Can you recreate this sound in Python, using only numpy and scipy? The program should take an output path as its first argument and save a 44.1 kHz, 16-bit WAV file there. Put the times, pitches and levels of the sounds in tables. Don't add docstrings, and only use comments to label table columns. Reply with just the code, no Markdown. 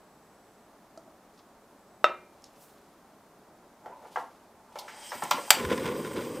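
import sys
import numpy as np
from scipy import signal
from scipy.fft import rfft, irfft
from scipy.io import wavfile

SR = 44100
rng = np.random.default_rng(int(sys.argv[2]) if len(sys.argv) > 2 else 0)


def to_wav(s):
    ch = np.atleast_2d(s).T
    pcm = np.round(np.clip(ch, -1, 1) * 32767)
    wavfile.write(sys.argv[1], SR, pcm.astype(np.int16))


def voltage_ratio(decibels):
    exponent = np.asarray(decibels, float) / 20
    return 10 ** exponent


N = 282240
T = np.arange(N) / SR

# hz, level_db (per Hz)
ROOM_COLOUR = [(12, -53), (20, -15.5), (120, -12), (222, -2.5), (255, -6), (293, -4.5), (399, -6),
               (434, -4.5), (472, -9.5), (590, -4.5), (1090, -9.5), (2820, -26.5), (7110, -28.5),
               (8180, -29.5), (16000, -33.5)]
ROOM_DB = -57.5
# from_s, to_s
WHINE_TIMES = [(0, .67), (1.78, 2.05)]
WHINE_HZ, WHINE_DB = 7870, -78
# hz, t60_s
KITCHEN_DECAY = [(250, 0.45), (800, 0.3), (2100, 0.32), (5500, 0.24), (14000, 0.2)]

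# peak_s, level_db, rise_db_per_s, fall_db_per_s
BRUSHES = [
    (0.454, -78, 45, 32),
    (2.618, -67.5, 36, 31),
    (4.186, -60.5, 50, 75),
    (4.788, -55.5, 210, 102),
]
# hz, level_db (per Hz)
CLOTH_COLOUR = [(1200, -20), (2500, -1), (6000, -5.5), (11000, -10.5), (15500, -17)]
# peak_s, level_db, rise_db_per_s, fall_db_per_s
THIN_SWISH = (2.625, -56, 250, 110)
SWISH_LOWEST_HZ = 5500

# start_s, level_db, centre_hz, length_ms
SCRATCHES = [
    (.975, -43.5, 5200, 2.1),
    (1.335, -61, 5000, 30),
    (1.375, -55, 4020, 12),
    (1.39, -52.5, 3470, 4.7),
    (2.421, -52, 5900, 1.9),
    (2.441, -37.5, 4800, 1.7),
    (2.452, -50.5, 4500, 11),
    (4.787, -31.5, 3900, 8.5),
    (4.789, -37.5, 12000, 4.8),
    (5.236, -29.5, 7400, 2.9),
]
# start_s, peak_db
FIRM_KNOCKS = [
    (2.043, -6.5),
]
# start_s, level_db
LIGHT_TAPS = [
    (.975, -38.5),
    (1.077, -47.5),
]
# hz, level_db, t60_s
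LIGHT_RING = [(322, -5, 0.039), (651, -1, 0.11), (1300, -11.5, 0.055)]
PAN_PITCHES = [361, 612, 640, 770, 960, 1180, 1289, 1310, 1510, 1700, 1870, 2120, 2360, 2395, 2520, 2690,
               3200, 3620, 3715, 3960, 4330, 4850, 5390, 6150, 6600, 7400, 8400, 9600, 12500]
# level_db, t60_s
PAN_DAMPING = [(-30, 0.66), (-46, 0.17), (-8.5, 0.056), (-9, 0.024), (-12, 0.031), (-13, 0.015),
               (-11, 0.21), (-2.5, 0.021), (-8.5, 0.021), (-20, 0.017), (-7.5, 0.012), (-41, 0.46),
               (-44.5, 0.79), (-37, 0.48), (-19, 0.04), (-13.5, 0.059), (-38, 0.16), (-19, 0.067),
               (-22, 0.086), (-45, 0.044), (-46, 0.072), (-43.5, .05), (-30, 0.092), (-36.5, 0.084),
               (-44, 0.088), (-30, 0.055), (-30.5, 0.047), (-46.5, .05), (-21, 0.043)]

# start_s, peak_db, treble_db, rattle_ms, centre_hz
STOVE_KNOCKS = [(3.859, -33, -49.5, 3, 634), (3.898, -45, -72, 5, 605), (4.159, -20, -40.5, 3, 1070),
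                (4.1711, -17.5, -51, 1.7, 840), (4.183, -29, -62, 3.3, 840),
                (4.756, -30.5, -42.5, 3.9, 845), (4.879, -35.5, -41, 9.4, 1300),
                (5.118, -25, -36.5, 7.5, 1010), (5.221, -20, -35, 7.5, 900), (5.311, -11, -17, 2.7, 933),
                (5.379, -27.5, -41, 4.7, 1005), (5.477, -34, -48, 11, 790), (5.507, -14.5, -29, 5.6, 970)]
# hz, level_db, t60_s
BODY_MODES = [(523, -13, 0.057), (580, -7, 0.02), (774, -7, 0.017), (876, -7, 0.017), (1048, -2, 0.0094),
              (1381, -7, 0.02), (1660, -1, 0.011), (1885, -6.5, 0.019), (2850, -8, 0.008)]
# hz, width_hz, level_db
SNAP_BANDS = [(2110, 340, 10), (3200, 1260, 3), (5500, 1300, -0.5), (7300, 1200, -5), (8400, 1300, -24),
              (12000, 830, -25), (13280, 5300, -12)]
# start_s, level_db, centre_hz
TABLE_THUDS = [
    (2.047, -46.5, 132),
    (5.153, -39.5, 140),
    (5.231, -33.5, 158),
    (5.309, -40, 110),
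    (5.341, -33, 200),
    (5.384, -28, 255),
    (5.508, -53, 60.4),
    (5.542, -39, 220),
]
# peak_s, level_db, rise_db_per_s, fall_db_per_s
LEVER_CREAKS = [
    (3.875, -50, 300, 200),
    (3.935, -45, 400, 900),
    (4.025, -51, 300, 200),
    (4.054, -41, 500, 600),
    (4.765, -46, 2000, 90),
    (5.04, -53, 30, 100),
    (5.14, -45, 300, 500),
]

# start_s, rms_db, dying_ms
HAMMER_SNAPS = [
    (5.3092, -23, 3),
    (5.5046, -4, 3.1),
]
# hz, level_db (per Hz)
CRACK_COLOUR = [(290, -40), (500, -13), (880, -3), (1550, -3), (2500, -1), (4090, -4), (5020, -1),
                (6420, -8), (7640, -2), (9500, -12), (11300, -14), (12500, -7), (15100, -6), (16000, -10)]

# hz, level_db (per Hz)
JET_COLOUR = [(1760, 2), (3000, -3), (3170, 1), (3400, -7.5), (4260, -6), (4970, -5.5), (7050, -8),
              (8400, -2.5), (9730, -9), (10800, -20.5), (12600, -21), (13000, -19), (13700, -8),
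              (15400, -11), (16000, -36)]
# hz, width_hz, level_db
JET_WHISTLES = [(3200, 45, -3), (4830, 200, -9.5), (7950, 160, -9), (8630, 370, -10.5), (9300, 330, -16),
                (13500, 610, -13)]
# centre_s, pitch_hz, level_db, length_s
STEM_SQUEAKS = [
    (5.07, 3130, -52, .04),
    (5.10, 5350, -52, .02),
]
SEEP_S, SEEP_DB, SEEP_RISE_DB_S = 4.8, -67, 200
VALVE_FULL_S, FLOW_DB, VALVE_RISE_DB_S, SAG_DB_S = 5.04, -54, 81, 2.5
TOP_BAND_S, TOP_BAND_RISE_DB_S = 5.15, 90

# hz, level_db (per Hz)
ROAR_COLOUR = [(24, -57), (40, -25.5), (209, -5.5), (386, -4.5), (423, -3), (469, -3), (521, -3),
               (658, -21.5), (900, -18.5), (1170, -15.5), (1980, -120)]
# hz, width_hz, level_db
GAP_BANDS = [(1023, 55, 9), (1450, 110, 4), (2020, 630, -2.5), (2750, 530, -1.5), (3140, 1080, -5),
             (5430, 230, -41)]
# peak_s, roar_db, flutter_db
FLAME_FLARES = [
    (5.56, -32.5, -29.5),
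    (5.716, -30.5, -32),
    (5.778, -58, -58),
    (5.858, -31, -33.5),
    (6.058, -48, -43.5),
    (6.134, -58, -58),
    (6.172, -34, -39.5),
]
STEADY_ROAR_DB, ROAR_RISE_DB_S, ROAR_FALL_DB_S = -39.5, 293, 63
STEADY_FLUTTER_DB, FLUTTER_RISE_DB_S, FLUTTER_FALL_DB_S = -55, 402, 126
# start_s, level_db, thump_hz
GAS_PUFFS = [(5.63, -33.5, 113), (5.649, -32.5, 79), (5.688, -42, 405), (5.713, -16, 444),
             (5.743, -31, 435), (5.778, -39, 304), (5.857, -32, 385), (5.874, -31, 350), (5.961, -30, 440),
             (6.173, -24.5, 356), (6.18, -53, 395)]
# start_s, peak_db
FRONT_CRACKLES = [(5.649, -22), (5.701, -26), (5.716, -26), (5.777, -24), (5.856, -22), (5.876, -25),
                  (5.888, -30), (6.048, -36), (6.066, -37), (6.074, -34), (6.091, -46), (6.132, -34),
                  (6.144, -37), (6.17, -33), (6.18, -32.5), (6.208, -32), (6.248, -34), (6.269, -36.5)]
CRACKLE_GAIN_DB, CRACKLE_MS = 12.5, 3.0
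CANCEL_HZ, CANCEL_WIDTH_HZ, CANCEL_DEPTH = 4330, 370, 0.59


def rms_one(x):
    return x / np.sqrt(np.mean(x ** 2) + 1e-20)


def peak_one(x):
    return x / np.max(np.abs(x))


def at_hz(points, hz):
    curve = np.array(points)
    return np.interp(np.log(hz), np.log(curve[:, 0]), curve[:, 1])


def coloured(spectrum):
    hz = np.maximum(np.fft.rfftfreq(N, 1 / SR), 1)
    white = rfft(rng.standard_normal(N))
    return rms_one(irfft(white * voltage_ratio(at_hz(spectrum, hz)), N))


def drift(rate_hz):
    r = np.exp(-2 * np.pi * rate_hz / SR)
    wander = signal.lfilter([1], [1, -2 * r, r * r], rng.standard_normal(N + SR))
    return rms_one(wander[SR:])


def swell_db(s, db, rise_db_s, fall_db_s):
    return db - np.where(T < s, rise_db_s * (s - T), fall_db_s * (T - s))


def swells(rows):
    return np.sqrt(sum(voltage_ratio(2 * swell_db(*row)) for row in rows))


def modes(clicks, table):
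    out = 0
    for hz, db, t60 in table:
        r = voltage_ratio(-60 / (t60 * SR))
        w = 2 * np.pi * hz / SR
        ring = [1, -2 * r * np.cos(w), r * r]
        out = out + signal.lfilter([0, voltage_ratio(db) * np.sin(w)], ring, clicks + 1e-18)
    return out


def resonances(x, table, passes=1):
    out = 0
    for k, (hz, width_hz, db) in enumerate(table):
        r = np.exp(-np.pi * width_hz / SR)
        push = (1 - r * r) / 2
        ring = [1, -2 * r * np.cos(2 * np.pi * hz / SR), r * r]
        y = x + 1e-18
        for _ in range(passes):
            y = signal.lfilter([push, 0, -push], ring, y)
        out = out + (-1) ** k * voltage_ratio(db) * y
    return out


def filtered(x, order, hz, kind):
    return signal.sosfilt(signal.butter(order, hz, kind, fs=SR, output="sos"), x)


def radiated(x, hz):
    return filtered(x, 3, hz, "high")


def burst(ms):
    t = np.arange(int(0.15 * SR)) / SR
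    rise = np.clip(t / (0.000067 * ms), 0, 1)
    fall = np.exp(-t / (max(ms, 0.3) * 0.0016))
    uneven = voltage_ratio(0.6 * rng.standard_normal(len(t)))
    return rng.standard_normal(len(t)) * uneven * rise * fall


def add(track, s, piece):
    i = round(s * SR)
    track[i:i + len(piece)] += piece[:N - i]


def room_tone():
    whine_on = sum((T > a) & (T < b) for a, b in WHINE_TIMES)
    whine = voltage_ratio(WHINE_DB) * whine_on * np.sin(2 * np.pi * WHINE_HZ * T)
    return voltage_ratio(ROOM_DB) * coloured(ROOM_COLOUR) + whine


def kitchen(x):
    t, tail = np.arange(SR // 2) / SR, 0
    for low in 120 * 2. ** np.arange(7):
        band = filtered(rng.standard_normal(len(t)), 2, [low, 2 * low], "band")
        tail = tail + band * voltage_ratio(-60 * t / at_hz(KITCHEN_DECAY, low * np.sqrt(2)))
    tail = tail * np.clip(t / 0.0028, 0, 1)
    return signal.fftconvolve(x, tail / np.sqrt(np.sum(tail ** 2)))[:N]


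def cloth():
    rustle = swells(BRUSHES) * voltage_ratio(2.2 * drift(30)) * coloured(CLOTH_COLOUR)
    swish = swells([THIN_SWISH]) * radiated(rng.standard_normal(N), SWISH_LOWEST_HZ)
    return rustle + swish


def ticks():
    out = np.zeros(N)
    for s, db, hz, ms in SCRATCHES:
        scratch = resonances(burst(ms), [(hz, 0.88 * hz, 0)], passes=2)
        add(out, s, voltage_ratio(db) * peak_one(scratch))
    return out


def spatula():
    firm, light = np.zeros(N), np.zeros(N)
    for s, db in FIRM_KNOCKS:
        add(firm, s, voltage_ratio(db) * np.hanning(7) / 3)
    for s, db in LIGHT_TAPS:
        add(light, s, voltage_ratio(db) * np.hanning(13) / 6)
    pan_modes = [(hz, db, t60) for hz, (db, t60) in zip(PAN_PITCHES, PAN_DAMPING)]
    return radiated(modes(firm, pan_modes), 470) + radiated(modes(light, LIGHT_RING), 200)


def creaks():
    slips = rng.standard_normal(N) * voltage_ratio(1.5 * drift(43))
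    body = [(516, 400, -2), (888, 225, 7.0), (1410, 450, -11), (2090, 1200, -21.5)]  # Hz, width Hz, dB
    return swells(LEVER_CREAKS) * rms_one(resonances(slips, body, passes=2))


def stove():
    out = np.zeros(N)
    for s, db, treble_db, ms, hz in STOVE_KNOCKS:
        contact = resonances(burst(ms), [(hz, 0.87 * hz, 0)], passes=2)
        add(out, s, voltage_ratio(db) * peak_one(radiated(modes(contact, BODY_MODES), 330)))
        snap = resonances(burst(2.54 * ms), SNAP_BANDS)
        add(out, s, voltage_ratio(treble_db) * peak_one(snap))
    for s, db, hz in TABLE_THUDS:
        thud = resonances(burst(4.0), [(hz, 2.1 * hz, 0)], passes=2)
        add(out, s, voltage_ratio(db) * peak_one(thud))
    return out + creaks()


def igniter():
    out, t = np.zeros(N), np.arange(SR // 10) / SR
    for s, db, ms in HAMMER_SNAPS:
        rise = np.clip(t / 0.0007, 0, 1)
        fall = np.exp(-np.maximum(t - 0.002, 0) / (ms * 1e-3))
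        add(out, s, voltage_ratio(db) * coloured(CRACK_COLOUR)[:len(t)] * rise * fall)
    return out


def jet_hiss():
    jet, edges = coloured(JET_COLOUR), [1500, 4300, 7000, 10500, 12800, 16000]
    hiss = 0
    for k, pair in enumerate(zip(edges, edges[1:])):
        hiss = hiss + (-1) ** k * filtered(jet, 2, pair, "band") * voltage_ratio(2.1 * drift(11))
    whistles = resonances(rng.standard_normal(N), JET_WHISTLES, passes=2)
    hiss = hiss + 6.8 * whistles * voltage_ratio(2.1 * drift(23))
    top = filtered(hiss, 4, 11500, "high")
    low = filtered(hiss, 4, 11500, "low")
    return low + top * voltage_ratio(swell_db(TOP_BAND_S, 0, TOP_BAND_RISE_DB_S, 0))


def gas():
    seep = (SEEP_S, SEEP_DB + 4.5, SEEP_RISE_DB_S, 0)
    flow = (VALVE_FULL_S, FLOW_DB + 5.5, VALVE_RISE_DB_S, SAG_DB_S)
    out = swells([seep, flow]) * jet_hiss()
    for s, hz, db, length in STEM_SQUEAKS:
        squeak = rms_one(resonances(rng.standard_normal(N), [(hz, 260, 0)], passes=2))
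        out += voltage_ratio(db) * np.exp(-((T - s) / length) ** 2) * squeak
    return out


def flame():
    unrest = drift(40)
    roar_flares = [(s, db, ROAR_RISE_DB_S, ROAR_FALL_DB_S) for s, db, _ in FLAME_FLARES]
    flutter_flares = [(s, db, FLUTTER_RISE_DB_S, FLUTTER_FALL_DB_S) for s, _, db in FLAME_FLARES]
    roar_gain = np.hypot(voltage_ratio(STEADY_ROAR_DB), swells(roar_flares))
    flutter_gain = np.hypot(voltage_ratio(STEADY_FLUTTER_DB), swells(flutter_flares))
    roar = roar_gain * voltage_ratio(1.4 * unrest) * coloured(ROAR_COLOUR)
    flutter = rng.standard_normal(N) * voltage_ratio(1.6 * unrest + 2.4 * drift(130))
    flutter = flutter_gain * rms_one(flutter) * 3
    swell_in = np.hanning(13230)[:6615] ** 0.085
    for s, db, hz in GAS_PUFFS:
        puff = modes(burst(4.4), [(hz, 0, 2.2 / hz + 0.028)]) * swell_in
        add(roar, s, voltage_ratio(db) * peak_one(puff))
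    for s, db in FRONT_CRACKLES:
        add(flutter, s, voltage_ratio(db + CRACKLE_GAIN_DB) * peak_one(burst(CRACKLE_MS)))
    spread = np.clip((T - 5.54) / 0.09, 0, 1)
    return spread * (radiated(roar, 61) + resonances(flutter, GAP_BANDS))


def burner():
    both = gas() + flame()
    return both - CANCEL_DEPTH * resonances(both, [(CANCEL_HZ, CANCEL_WIDTH_HZ, 0)])


def scene():
    pan, hand, spark = spatula() + ticks(), stove(), igniter()
    tail = kitchen(voltage_ratio(-11.5) * pan + voltage_ratio(-6.5) * hand + voltage_ratio(-11.5) * spark)
    mono = room_tone() + tail + cloth() + pan + hand + spark + burner()
    return np.array([mono, mono])


def band_limit(x):
    return signal.sosfilt(signal.butter(12, 16150, fs=SR, output="sos"), x)


def record(dry):
    mono = signal.sosfilt(signal.cheby2(10, 50, 16400, fs=SR, output="sos"), dry[0])
    mono = np.clip(mono, -1, 1)
    hiss = coloured([(100, 0), (800, -2), (4000, 1), (14000, -1), (15800, -8), (16300, -59)])
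    trace = voltage_ratio(-34.5) * np.roll(mono, 900) + voltage_ratio(-74) * hiss
    return band_limit(np.array([mono + trace, mono - trace]))


dry = scene()
out = record(dry)
to_wav(out)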